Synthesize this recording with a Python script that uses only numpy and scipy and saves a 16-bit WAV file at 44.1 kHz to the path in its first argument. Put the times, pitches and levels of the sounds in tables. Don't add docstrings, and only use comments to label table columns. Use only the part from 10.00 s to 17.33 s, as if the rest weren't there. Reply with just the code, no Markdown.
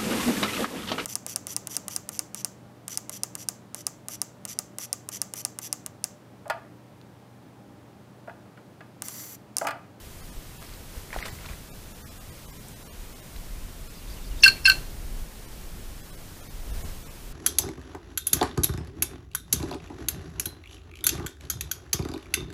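import sys
import numpy as np
from scipy import signal
from scipy.fft import rfft, irfft
from scipy.io import wavfile
from scipy.ndimage import uniform_filter1d

SR = 44100
rng = np.random.default_rng(int(sys.argv[2]) if len(sys.argv) > 2 else 0)


def voltage_ratio(level):
    return 10 ** (np.asarray(level, float) / 20)


def dump_mix(stems):
    frames = np.atleast_2d(stems).T
    limited = np.clip(frames, -1, 1)
    pcm = np.round(limited * 32767).astype(np.int16)
    wavfile.write(sys.argv[1], SR, pcm)


N = 323099

# start_s, level_db
GUST = [(0.0, -51.5), (0.3, -44), (2.92, -51.5), (3.02, -38.5), (3.24, -53), (3.38, -34.5), (4.02, -46),
        (4.1, -30.5), (4.16, -39.5), (4.39, -30.5), (4.49, -40), (5.22, -31), (5.28, -44.5), (5.61, -36.5),
        (6.41, -48.5), (6.73, -29.5), (7.04, -43), (7.33, -42)]
# start_s, level_db, cycle_hz
PUFFS = [(.36, -33, 30), (.962, -29, 45), (1.165, -27, 38), (1.325, -32, 96), (1.5, -29.5, 55.6),
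         (1.52, -37, 40), (2.479, -35.5, 40), (3.62, -27.5, 30), (4.27, -32, 30), (4.79, -32, 32),
         (5.06, -33, 28), (5.36, -40, 35), (5.58, -32, 30), (5.718, -37, 35.3), (5.875, -31, 40),
         (6.53, -30, 30), (6.7, -20.5, 32.2), (6.759, -29, 45), (6.84, -25.5, 51)]
PUFF_CYCLES = 1.33
# start_s,
# hold_s, level_db
RUSTLES = [
    (.96, 0.019, -52.5),
    (1.17, .18, -52.5),
    (1.5, 0.03, -56),
    (4.12, 0.042, -56),
    (4.48, .02, -43.5),
    (4.73, 0.015, -45),
    (6.76, 0.14, -51.5),
]
RUSTLE_RISE_DB_S, RUSTLE_FALL_DB_S, RUSTLE_BASS_DB = 200, 101, 5.5
# pitch_hz, density_db (per Hz)
RUMBLE_COLOUR = [(40, -18), (70, 2), (130, -2), (250, -7.5), (500, -15.5), (1000, -28)]
# pitch_hz, density_db (per Hz)
HISS_COLOUR = [(240, -5.5), (400, -1.5), (511, -2.5), (653, -2), (715, -3), (1030, -4), (1760, -7),
               (15500, -13)]
RUMBLE_DB, HISS_DB, GUST_TO_RUMBLE_DB, GUST_TO_HISS_DB = -46.5, -52.5, -19.5, -25.5

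# start_s (into the phrase), length_s, from_hz, to_hz, level_db
PHRASE = [
    (0, 0.047, 3680, 3640, -54.5),
    (0.034, 0.0164, 4920, 4400, -48.5),
    (.045, .042, 5150, 4350, -53),
    (.096, 0.0363, 3100, 2630, -52),
]
# start_s, gain_db
PHRASES = [
    (3.915, -2),
    (4.065, 0.),
    (4.21, 0.),
    (4.365, 3.5),
]
# start_s, length_s, from_hz, to_hz, level_db
LONE_NOTE = [
    (4.551, 0.045, 2400, 2270, -46),
]

# start_s, peak_db, pitch_hz, ring_cycles
DROPS = [(.668, -38, 4800, 6), (.738, -33, 4530, 3.3), (1.105, -34, 2010, 4.4), (1.1287, -25, 1730, 3),
         (1.13, -28, 2180, 5.2), (1.135, -32.5, 980, 4.8), (1.141, -29, 1800, 5.1), (1.144, -32, 890, 3),
         (1.152, -33, 1450, 6), (1.1625, -15, 696, 0.97), (1.187, -24, 3200, 1.5), (1.189, -23.5, 1750, 2),
         (1.217, -35, 1930, 3.2), (1.2262, -22.5, 2000, 5.4), (1.2543, -22.5, 3500, 0.59),
         (1.2568, -16.5, 3760, 0.74), (1.258, -25, 2220, 1.4), (1.260, -18, 4500, 0.77),
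         (1.27, -35, 1800, 3), (1.279, -37, 2300, 2), (1.285, -33, 1880, 6), (1.387, -36, 2060, 4),
         (1.448, -37, 1390, 3), (1.462, -20.5, 3520, 0.86), (1.489, -31, 2300, 4.3),
         (1.533, -35, 1890, 3.6), (2.685, -24, 8500, 1.6), (2.688, -33, 10500, 1.5),
         (3.361, -31, 2400, 1.2), (3.364, -29, 3900, 1.5)]
# start_s, hold_s, level_db
WING_BEATS = [(.62, 0.027, -45), (.68, 0.08, -49.5), (.96, .03, -56), (1.13, 0.076, -40),
              (1.225, 0.0027, -38), (1.24, .012, -44), (1.257, .008, -32.5), (1.266, 0.018, -35.5),
              (1.41, 0.036, -45), (1.458, 0.006, -38.5), (1.49, 0.034, -41.5), (1.54, .03, -54)]
BEAT_RISE_DB_S, BEAT_FALL_DB_S = 900, 698
# pitch_hz, density_db (per Hz)
SPRAY_COLOUR = [(180, -39), (300, -12), (714, -4), (801, -7), (943, -3.5), (2140, -8.5), (15000, -22)]

# start_s, length_s, low_opening_hz, low_settled_hz, high_hz
JAY_CALLS = [
    (4.4347, .068, 1697, 1566, 2702),
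    (4.6537, .071, 1648, 1540, 2670),
]
# low_multiple, high_multiple, level_db
PARTIALS = [(1, 0, 0), (2, 0, -21), (3, 0, -15), (4, 0, -32), (5, 0, -27), (6, 0, -28), (7, 0, -26),
            (9, 0, -25), (0, 1, -3), (0, 2, -17.5), (0, 3, -31), (0, 4, -29.5), (1, 1, -0.5),
            (-1, 1, -24.5), (-2, 2, -17), (2, 1, -24.5), (1, 2, -21), (2, 2, -26.5), (1, 3, -23),
            (2, 3, -61), (-1, 2, -26)]
# start_s, length_s, from_hz, to_hz, level_db
LEAD_IN = [(4.421, 0.017, 6520, 5460, -28), (4.426, 0.0048, 5500, 5100, -22),
           (4.424, .01, 11800, 10200, -46), (4.434, 0.01, 3430, 3370, -19), (4.434, 0.011, 5110, 5090, -15),
           (4.448, 0.038, 4945, 5000, -28), (4.462, .016, 3400, 3360, -40),
           (4.452, .045, 13800, 14600, -32), (4.642, 0.0156, 5700, 4400, -29),
           (4.643, 0.012, 11100, 9300, -38), (4.654, 0.021, 4800, 5020, -23),
           (4.68, .024, 13800, 13960, -28)]
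# start_s, hold_s, level_db
LOW_STROKES = [(4.435, 0.0045, -24), (4.463, 0.0028, -9.5), (4.488, 0.002, -23), (4.656, 0.0084, -24),
               (4.681, 0.00465, -12.5), (4.699, 0.0025, -15), (4.717, .003, -24)]
# start_s, hold_s, level_db
HIGH_STROKES = [(4.435, .005, -8.5), (4.4405, 0.0079, -4), (4.448, 0.007, -7.5), (4.46, .007, -22),
                (4.4795, 0.0022, -18), (4.4865, 0.0024, -13.5), (4.4995, .005, -24), (4.655, 0.0095, -10),
                (4.664, 0.0063, -20), (4.672, 0.0044, -11.5), (4.699, .002, -10.5), (4.703, .005, -18),
                (4.717, .003, -24)]
# start_s, hold_s, level_db
MIXED_STROKES = [(4.437, 0.0051, -8), (4.449, .007, -19), (4.462, .012, -34), (4.4795, 0.0041, -9.5),
                 (4.49, 0.012, -30), (4.656, 0.0097, -15), (4.669, 0.0061, -25), (4.699, 0.0018, -10),
                 (4.705, 0.0044, -26), (4.717, 0.0027, -21), (4.721, .007, -26)]
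LOW_RISE_DB_S, LOW_FALL_DB_S = 2500, 750
HIGH_RISE_DB_S, HIGH_FALL_DB_S = 6000, 4000
MIXED_RISE_DB_S, MIXED_FALL_DB_S = 6000, 3200
OPEN_S, CLOSE_S = .0015, .008
SETTLE_S = 0.0146
OPENING_SHARP_HZ, OPENING_SHARP_S = 30, .008
LAST_NOTE_S, SHARP_HZ, SHARP_S = 0.042, 130, .005
WOBBLE_HZ = 28
RASP_DB, BREATH_DB = -29.5, -24

ECHO_T60_S, ECHO_DB, ECHO_PER_S = 0.13, -15.5, 3000
FAR_ECHO_T60_S, FAR_ECHO_DB = .38, -11

STARVED = [.22, .312, .591, 1.218, 1.311, 1.706, 1.938, 2.031, 2.1, 2.193, 2.309, 2.472, 2.518, 2.588, 2.75,
           2.843, 2.89, 3.145, 3.215, 3.888, 5.467, 6.024, 6.117, 6.164, 6.419, 6.489, 6.721, 6.837, 7.046,
           7.093]
STARVED_ON = [1.241, 1.729, 2.054, 2.913]
FRAME, FIRST_SAMPLE = 1024, 464
KEPT = .03
CUTOFF_HZ, GRIT_DB = 15850, -32.5


def rms_one(x):
    return x / np.sqrt(np.mean(x ** 2) + 1e-20)


def in_time(rows):
    s, *columns = np.transpose(rows)
    return [np.interp(np.arange(N) / SR, s, c) for c in columns]


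def band(x, low_hz, high_hz):
    return signal.sosfilt(signal.butter(2, [low_hz, high_hz], "band", fs=SR, output="sos"), x)


def coloured(spectrum, grains=1):
    hz, db = np.transpose(spectrum)
    bins = np.arange(N // 2 + 1) * SR / N + 1
    gain = voltage_ratio(np.interp(np.log(bins), np.log(hz), db))
    return rms_one(irfft(rfft(grains * rng.standard_normal(N)) * gain, N))


def strokes(rows, t, rise_db_s, fall_db_s):
    s, hold, db = np.transpose(rows)[:, :, None]
    rise = rise_db_s * np.maximum(s - t, 0)
    fall = fall_db_s * np.maximum(t - s - hold, 0)
    return np.max(db - rise - fall, axis=0)


def whistles(rows, blur):
    out = np.zeros(N)
    shimmer = rms_one(band(rng.standard_normal(N), 30, 500))
    for s, length, from_hz, to_hz, db in rows:
        t = np.arange(int(length * SR)) / SR
        at = slice(int(s * SR), int(s * SR) + len(t))
        phase = 2 * np.pi * (from_hz * t + (to_hz - from_hz) * t ** 2 / (2 * length))
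        arch = np.sin(np.pi * t / length)
        out[at] += voltage_ratio(db) * arch * (1 + blur * shimmer[at]) * np.sin(phase)
    return out


def puffs():
    out = np.zeros(N)
    for s, db, hz in PUFFS:
        cycles = np.arange(int(PUFF_CYCLES * SR / hz)) * hz / SR
        start = int(s * SR)
        swing = np.sin(2 * np.pi * cycles) * np.sin(np.pi * cycles / PUFF_CYCLES)
        out[start:start + len(cycles)] -= voltage_ratio(db) * swing
    return out


def air():
    gust = voltage_ratio(in_time(GUST)[0])
    rustle = voltage_ratio(strokes(RUSTLES, np.arange(N) / SR, RUSTLE_RISE_DB_S, RUSTLE_FALL_DB_S))
    wind_rumble, wind_hiss = voltage_ratio(GUST_TO_RUMBLE_DB) * gust, voltage_ratio(GUST_TO_HISS_DB) * gust
    rumble = np.sqrt(voltage_ratio(RUMBLE_DB) ** 2 + wind_rumble ** 2 + (voltage_ratio(RUSTLE_BASS_DB) * rustle) ** 2)
    hiss = np.sqrt(voltage_ratio(HISS_DB) ** 2 + wind_hiss ** 2 + rustle ** 2)
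    buffet = rms_one(band(rng.standard_normal(N), 14.2, 40.3))
    noise = rumble * coloured(RUMBLE_COLOUR) + voltage_ratio(3.5) * hiss * coloured(HISS_COLOUR)
    return gust * buffet + puffs() + noise


def songbird():
    notes = []
    for s, gain_db in PHRASES:
        for into, length, from_hz, to_hz, db in PHRASE:
            notes.append((s + into, length, from_hz, to_hz, db + gain_db))
    return whistles(notes + LONE_NOTE, blur=0.9)


def drops():
    out = np.zeros(N)
    for s, db, hz, lasts in DROPS:
        cycles = np.arange(int(5 * lasts * SR / hz)) * hz / SR
        decay = np.exp(-cycles / lasts) * np.minimum(1, cycles / 0.38)
        ring = np.sin(2 * np.pi * cycles * (1 + 0.0046 * cycles)) * decay
        start = int(s * SR)
        out[start:start + len(ring)] += voltage_ratio(db) * ring
    return out


def spray():
    crackle = voltage_ratio(3.6 * rms_one(band(rng.standard_normal(N), 30, 600)))
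    droplets = .5 + 3.0 * (rng.random(N) < 900 / SR)
    spray_db = strokes(WING_BEATS, np.arange(N) / SR, BEAT_RISE_DB_S, BEAT_FALL_DB_S)
    return voltage_ratio(spray_db - 4.0) * rms_one(crackle * coloured(SPRAY_COLOUR, droplets))


def scrub(x):
    t = np.arange(int(.4 * SR)) / SR
    taps = rng.standard_normal(len(t)) * (rng.random(len(t)) < ECHO_PER_S / SR) * (t > .004)
    decay = voltage_ratio(-60 * t / ECHO_T60_S) + voltage_ratio(FAR_ECHO_DB - 60 * t / FAR_ECHO_T60_S)
    taps = band(taps * decay, 1900, 12000)
    return x + voltage_ratio(ECHO_DB) * signal.oaconvolve(x, taps / np.sqrt(np.sum(taps ** 2)))[:N]


def jay():
    out = whistles(LEAD_IN, blur=0.19)
    for start, length, opening_hz, settled_hz, steady_hz in JAY_CALLS:
        at = np.arange(int((start - OPEN_S) * SR), int((start + length + CLOSE_S) * SR))
        t = at / SR - start
        since = np.maximum(t, 0)
        low_hz = settled_hz + (opening_hz - settled_hz) * np.exp(-since / SETTLE_S)
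        high_hz = steady_hz + OPENING_SHARP_HZ * np.exp(-since / OPENING_SHARP_S)
        high_hz += SHARP_HZ * (t > LAST_NOTE_S) * np.exp(-np.abs(t - LAST_NOTE_S) / SHARP_S)
        low_db = strokes(LOW_STROKES, at / SR, LOW_RISE_DB_S, LOW_FALL_DB_S)
        high_db = strokes(HIGH_STROKES, at / SR, HIGH_RISE_DB_S, HIGH_FALL_DB_S)
        mixed_db = strokes(MIXED_STROKES, at / SR, MIXED_RISE_DB_S, MIXED_FALL_DB_S)
        beak = np.clip(np.minimum(1 + t / OPEN_S, 1 + (length - t) / CLOSE_S), 0, 1) ** 2
        wobble = WOBBLE_HZ * rms_one(band(rng.standard_normal((2, len(at))), 34, 270))
        low, high = 2 * np.pi * np.cumsum([low_hz, high_hz] + wobble, axis=1) / SR
        air_rush = rms_one(band(rng.standard_normal(len(at)), 1800, 5900))
        breath = voltage_ratio(high_db) + voltage_ratio(mixed_db) + 0.31 * voltage_ratio(low_db)
        out[at] += beak * voltage_ratio(BREATH_DB) * breath * air_rush
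        for m, n, db in PARTIALS:
            effort_db = mixed_db if m and n else low_db if m else high_db
            roughness = rms_one(band(rng.standard_normal(len(at)), 56, 860))
            rasp = 1 + voltage_ratio(RASP_DB) * (abs(m) + n) * roughness
            tone = np.sin(m * low + n * high + rng.uniform(0, 2 * np.pi))
            out[at] += beak * np.sqrt(2) * voltage_ratio(effort_db + db) * rasp * tone
    return out


def scene():
    return (scrub(jay() + drops() + spray()) + songbird() + air())[None]


def starve(x):
    n = np.arange(2 * FRAME) + .5
    window = np.sin(np.pi * n / (2 * FRAME))
    basis = np.cos(np.pi / FRAME * np.outer(np.arange(FRAME) + .5, n + FRAME / 2)) * window
    tilt = (np.arange(FRAME) + 60) ** -.25
    out = x.copy()
    for s in sorted(STARVED + STARVED_ON):
        start = FIRST_SAMPLE + FRAME * round((s * SR - FIRST_SAMPLE) / FRAME - 1)
        lines = basis @ x[start:start + 2 * FRAME]
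        step = 2 * tilt * np.quantile(np.abs(lines / tilt)[130:700], 1 - KEPT)
        rounding = step * np.round(lines / step) - lines
        out[start:start + 2 * FRAME] += 2 / FRAME * rounding @ basis
    return out


def band_limit(x):
    return signal.sosfilt(signal.butter(12, 15640, fs=SR, output="sos"), x)


def record(dry):
    loudness = uniform_filter1d(np.abs(np.diff(dry, prepend=0)), size=128)
    grit = loudness * band(rng.standard_normal(dry.shape), 990, 19000)
    clipped = np.clip(dry + voltage_ratio(GRIT_DB) * 4.0 * grit, -.93, .93)
    dulled = signal.sosfilt(signal.cheby2(16, 60, CUTOFF_HZ, fs=SR, output="sos"), clipped)
    mix = starve(dulled[0])[None]
    return band_limit(mix)


dry = scene()
out = record(dry)
dump_mix(out)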